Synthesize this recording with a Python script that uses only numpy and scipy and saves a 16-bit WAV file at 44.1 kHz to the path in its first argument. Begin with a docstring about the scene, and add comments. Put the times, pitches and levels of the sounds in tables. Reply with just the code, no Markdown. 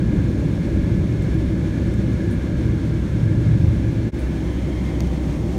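"""Inside an airliner cabin, by a window: the aircraft taxis, its tyres rumble and boom over rough pavement,
the engines hum and whine under the hiss of the air vents, and the trim ticks now and then.
The sound fades out for an instant; then the aircraft is on the runway and the engines begin to spool up."""
import sys
import numpy as np
from scipy.fft import rfft, irfft, next_fast_len
from scipy.io import wavfile
from scipy.ndimage import uniform_filter1d, map_coordinates

SR = 44100
rng = np.random.default_rng(int(sys.argv[2]) if len(sys.argv) > 2 else 0)


def master(y):
    """Save y as 16-bit WAV."""
    cut = np.clip(np.atleast_2d(y).T, -1, 1)
    pcm = np.round(cut * 32767)  # scale
    wavfile.write(sys.argv[1], SR, pcm.astype(np.int16))


N = 246078

BREAK = (4.114, 0.03)  # the brief fade between taxiway and runway: (s, half length s)
# tyre and exhaust rumble as the cabin passes it: (Hz, dB per Hz)
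TAXI_RUMBLE = [(18, -22), (30, -13), (42, -4), (58, -4), (75, -3.5), (112, 0), (135, -6), (190, -1.5), (248, -8.5), (275, -6), (335, -6), (370, -13.5), (460, -22), (595, -20.5), (670, -37.5), (1200, -74)]
RUNWAY_RUMBLE = [(18, -26), (30, -17), (42, -7), (56, -2), (73, -8), (90, -3.5), (135, -5), (165, -1), (248, -9.5), (280, -5), (335, -6), (370, -10.5), (430, -21), (590, -21), (720, -36), (1200, -66)]
# low resonances of the fuselage: (Hz, width Hz, dB)
FUSELAGE = [(89.2, 7.6, -5.5), (105.6, 6.7, 0.5), (116.3, 10.3, 1), (157, 8.1, -2), (187, 24, -10)]
# air from the vents: (Hz, dB per Hz)
AIR = [(300, -12.5), (650, 2.5), (900, 1), (1250, -3), (1900, -2.5), (2150, -1.5), (2400, -4), (2600, -6.5), (3000, -8), (3550, -6.5), (3900, -10), (4400, -9.5), (4900, -16.5), (5600, -45)]
FIZZ = [(3800, -33), (4900, -4.5), (5300, 4), (5700, 1), (6500, 2), (7600, -3.5), (8800, -4), (9900, -7), (10400, -13), (11100, -10), (13000, -14), (14000, -19), (15800, -20)]
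ROAR = [(300, -30), (480, 1), (620, 16), (680, 3), (1000, 5.5), (1300, -4), (2000, -63), (4000, -34)]  # (Hz, dB per Hz)
# steady whistles of the cabin fans: (Hz, dB)
WHISTLES = [(2104, -59), (2149, -62), (2704, -72), (3575, -74), (5318, -77), (6313, -78)]  # fixed
# ticks and rustles of the cabin trim: (s, peak dB, t60 s, ring Hz)
TICKS = [(1.219, -42, .06, 7500), (1.340, -50, .07, 11000), (1.9375, -39, .02, 8000), (2.305, -43, 0.13, 9000), (3.875, -48, .1, 6000), (4.183, -45, .17, 9500), (5.005, -23.5, 0.0064, 5700), (5.071, -38, .025, 6000), (5.2276, -44, .02, 8000)]
TOP_HZ = 15720  # fixed
TIME = np.arange(N) / SR
# the whine's bands, one for each compressor stage: (ratio to the main band, width Hz, dB)
STAGES = [(.875, 120.7, -6.5), (1, 190.5, 0.5), (1.37, 298.4, -6)]
# whistles that swell as the engines take up speed: (Hz, width Hz, dB)
SURGE = [(2105, 16, -59.5), (2090, 520, -52), (3140, 320, -56.5), (3289, 17, -68)]
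# air modes of the cabin that drone under the rumble: (Hz, width Hz, dB re the rumble)
CABIN = [(154.6, 11, -8.5), (321.9, 20, -12.5), (507, 36, -24.5)]
CRACK = [(400, -15), (1200, 7), (3200, 9), (7000, -6), (11000, -8), (16000, -11)]  # a slipping panel: (Hz, dB)
LOW_HZ = 31  # fixed
TAXI_DB, EASING_DB_PER_S, RUNWAY_DB = -23, 0.64, -26.5  # rumble: at the start, its fall as the taxi eases off, on the runway
SHAKE_DB = (-33, -38.5)  # boom on even pavement: (taxiway dB, runway dB)
# rough patches that the wheels roll over: (s at the middle, boom dB, half length s)
PATCHES = [(.13, -28, 0.11), (.96, -26, 0.12), (2.68, -31, 0.08), (3.32, -19.5, 0.13), (3.528, -14.5, 0.071), (3.671, -16.5, .06), (3.934, -25.5, .14)]
SPOOL_S, SPOOL_RISE_S = 4.15, 1.3  # the engines leave idle, and how long they take to wind up
FAN_HZ, FAN_DB = 63.85, (-26.5, -25.5)  # once-a-turn hum of the fan shaft: pitch, (taxiway dB, runway dB)
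FAN_SWELL = (5.08, 4.5, .1)  # the hum swells once: (s, dB, half length s)
DRONE_HZ, DRONE_SAG_HZ_PER_S, DRONE_DB = 119.7, 1.6, (-30, -35)  # a higher drone that sinks slowly: (taxiway dB, runway dB)
IDLE_WHINE = [(0, 1658), (1.8, 1677), (3.0, 1608), (4.05, 1672)]  # the compressor's pitch hunts at idle: (s, Hz)
WHINE_DB, WHINE_CLIMB_HZ, WHINE_FADE_DB = -50.5, 160, 12  # its level at idle; its climb and fade as the engines wind up
BLADE_HZ, BLADE_DB = 1715, -60.5  # a narrow blade tone within the whine
FAN_TONE_HZ, FAN_TONE_CLIMB_HZ = 762, 18  # the fan's tone at idle, and its climb
FAN_TONE_DB, ROAR_DB = (-63.5, -48), (-50.5, -44.5)  # (at idle dB, wound up dB)
AIR_DB, FIZZ_DB, FIZZ_SPOOL_DB = -44, -55.5, 2  # the hiss, its bright top, and what the top gains with engine speed
RISE_SHARE, CRACK_SHARE = 0.068, 0.27  # a slip's rise over its t60; dry crack beside the ring


def amp(db):
    """Decibels to gain."""
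    return 10 ** (np.asarray(db) / 20)


def unit(x):
    """Scale to rms 1."""
    return x / np.sqrt(np.mean(x ** 2) + 1e-20)




def wobble(rate):
    """A smooth random curve, rate knots a second."""
    return unit(map_coordinates(rng.standard_normal(4096), [TIME * rate], mode="mirror"))  # fixed


def filtered(x, response):
    """x times a complex response of frequency."""
    size = next_fast_len(len(x) + SR // 4)
    return irfft(rfft(x, size) * response(np.fft.rfftfreq(size, 1 / SR)), size)[:len(x)]


def resonance(f, hz, width):
    """Causal response of one damped mode."""
    return 1j * f * width / (hz * hz - f * f + 1j * f * width)


def rush(spectrum):
    """Noise of rms 1 with a (Hz, dB) spectrum."""
    return unit(filtered(rng.standard_normal(N), lambda f: gains(spectrum, f)))


def turning(hz):
    """Phase of a rotor that follows a speed curve."""
    return 2 * np.pi * (np.cumsum(hz * np.ones(N)) / SR + rng.random())


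def fuzzy_tone(hz, width):
    """A blade tone that turbulence smears into a narrow band."""
    phase = turning(hz)
    return unit(wobble(width) * np.cos(phase) + wobble(width) * np.sin(phase))


def rumble(unrest_db=0.34):
    """Tyres and exhaust shake the cabin; the colour differs between taxiway and runway."""
    def body(spectrum):
        noise = rush(spectrum)
        return noise / np.std(filtered(noise, lambda f: (f > 170) & (f < 600)))  # fixed
    broad = np.where(TIME < BREAK[0], body(TAXI_RUMBLE), body(RUNWAY_RUMBLE))
    modes = sum(amp(db) * fuzzy_tone(hz, width) for hz, width, db in CABIN)
    return amp(by_surface(TAXI_DB, RUNWAY_DB) + unrest_db * wobble(7.04)) * (broad + modes)


def boom(hold_s=.14):
    """Rough pavement drives the low modes of the fuselage through the landing gear."""
    shake = amp(np.where(TIME < BREAK[0], *SHAKE_DB)) + sum(amp(db) * swell(s, half_s) for s, db, half_s in PATCHES)
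    modes = lambda f: sum((-1) ** k * amp(db) * resonance(f, hz, width) for k, (hz, width, db) in enumerate(FUSELAGE))
    bumps = rush([(30, -12), (80, 0), (180, -6.5), (400, -47), (1000, -70)])
    ring = filtered(bumps, modes)
    strength = np.sqrt(np.abs(uniform_filter1d(ring ** 2, round(hold_s * SR))))
    return shake * unit(ring / strength)  # the pavement alone sets the slow swells


def hum(hz, db, waver_db, drift_hz):
    """A shaft's unbalance, carried through the airframe as one wavering tone."""
    return amp(db + waver_db * wobble(4.2)) * unit(np.sin(turning(hz + drift_hz * wobble(2.99))))


def engines():
    """The engines as they come through the cabin wall."""
    return shafts() + compressor() + thrust()


def vents(flutter_db=0.6):
    """Air hisses from the nozzles, a little brighter with engine speed, with the thin whistles of its fans."""
    hiss = amp(AIR_DB) * rush(AIR) + amp(FIZZ_DB + FIZZ_SPOOL_DB * spool()) * rush(FIZZ)
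    whistles = sum(amp(db) * fuzzy_tone(hz, width=9) for hz, db in WHISTLES)
    return amp(flutter_db * wobble(24.92)) * hiss + whistles


def trim(damping=.14):  # fixed
    """Plastic panels slip or rub: a dry crack with a short, bright ring; longer rubs start more softly."""
    out = np.zeros(N + SR)
    t = np.arange(SR // 6) / SR
    for s, db, t60, ring_hz in TICKS:
        slip = rng.standard_normal(len(t)) * amp(-60 * t / t60) * (1 - np.exp(-t / (RISE_SHARE * t60)))  # fixed
        tick = filtered(slip, lambda f: resonance(f, ring_hz, damping * ring_hz) + CRACK_SHARE * gains(CRACK, f))
        out[round(s * SR):][:len(t)] += amp(db) * tick / np.abs(tick).max()
    return out[:N]


def gains(spectrum, f):
    """A (Hz, dB) spectrum read on a log-frequency axis."""
    hz, db = np.transpose(spectrum)
    return amp(np.interp(np.log(f + 1), np.log(hz), db))


def shafts():
    """The unbalance of the rotors: a steady low hum and a less steady drone."""
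    s, swell_db, half_s = FAN_SWELL
    fan_db = by_surface(*FAN_DB) + swell_db * swell(s, half_s)
    drone_hz = DRONE_HZ - DRONE_SAG_HZ_PER_S * TIME
    return hum(FAN_HZ, fan_db, waver_db=.8, drift_hz=.15) + hum(drone_hz, by_surface(*DRONE_DB), waver_db=1.8, drift_hz=.8)  # fixed


def compressor(surge_s=4.79, surge_length=0.55, blade_waver_db=2):
    """Breathy bands of blade noise climb and thin out, and more whistles swell, as the engines take up speed."""
    whine_hz = np.interp(TIME, *np.transpose(IDLE_WHINE)) + WHINE_CLIMB_HZ * spool()
    stages = sum(amp(db) * fuzzy_tone(ratio * whine_hz, width) for ratio, width, db in STAGES)
    blades = amp(BLADE_DB + blade_waver_db * wobble(2.47)) * fuzzy_tone(BLADE_HZ, width=28)
    surge = swell(surge_s, surge_length) * sum(amp(db) * fuzzy_tone(hz, width) for hz, width, db in SURGE)
    inflow = amp(1.1 * wobble(5.97))  # uneven intake air makes the whine come and go
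    return inflow * amp(-WHINE_FADE_DB * spool()) * (amp(WHINE_DB) * stages + blades) + surge


def thrust():
    """The fan's tone climbs out of a roar that grows with it; both ease off during the taxi."""
    speed = spool()
    level = lambda idle_db, full_db: amp(by_surface(idle_db, idle_db + (full_db - idle_db) * np.sqrt(speed)))
    tone = fuzzy_tone(FAN_TONE_HZ + FAN_TONE_CLIMB_HZ * speed ** 2, width=36)
    return level(*FAN_TONE_DB) * tone + level(*ROAR_DB) * rush(ROAR)


def by_surface(taxi_db, runway_db):
    """A level that eases off along the taxiway and holds steady on the runway."""
    return np.where(TIME < BREAK[0], taxi_db - EASING_DB_PER_S * TIME, runway_db)


def spool():
    """Engine speed: 0 at idle, rising evenly to 1."""
    return np.clip((TIME - SPOOL_S) / SPOOL_RISE_S, 0, 1)


def swell(s, half_s):
    """A smooth rise to 1 and fall around a moment."""
    return np.exp(-((TIME - s) / half_s) ** 2)


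def scene():
    """Everything heard at the window seat."""
    return (rumble() + boom() + engines() + vents() + trim())[None]


def record(dry):
    """The level fades to nothing and back for an instant; the microphone drops the deepest bass and the top."""
    at, half = BREAK
    fade = np.clip(np.abs(TIME - at) / half, 0, 1) ** 1.21
    band = lambda f: (f < TOP_HZ) / np.sqrt(1 + (LOW_HZ / (f + 1)) ** 10)  # fixed
    return np.array([filtered(x * fade, band) for x in dry])


dry = scene()
out = record(dry)
master(out)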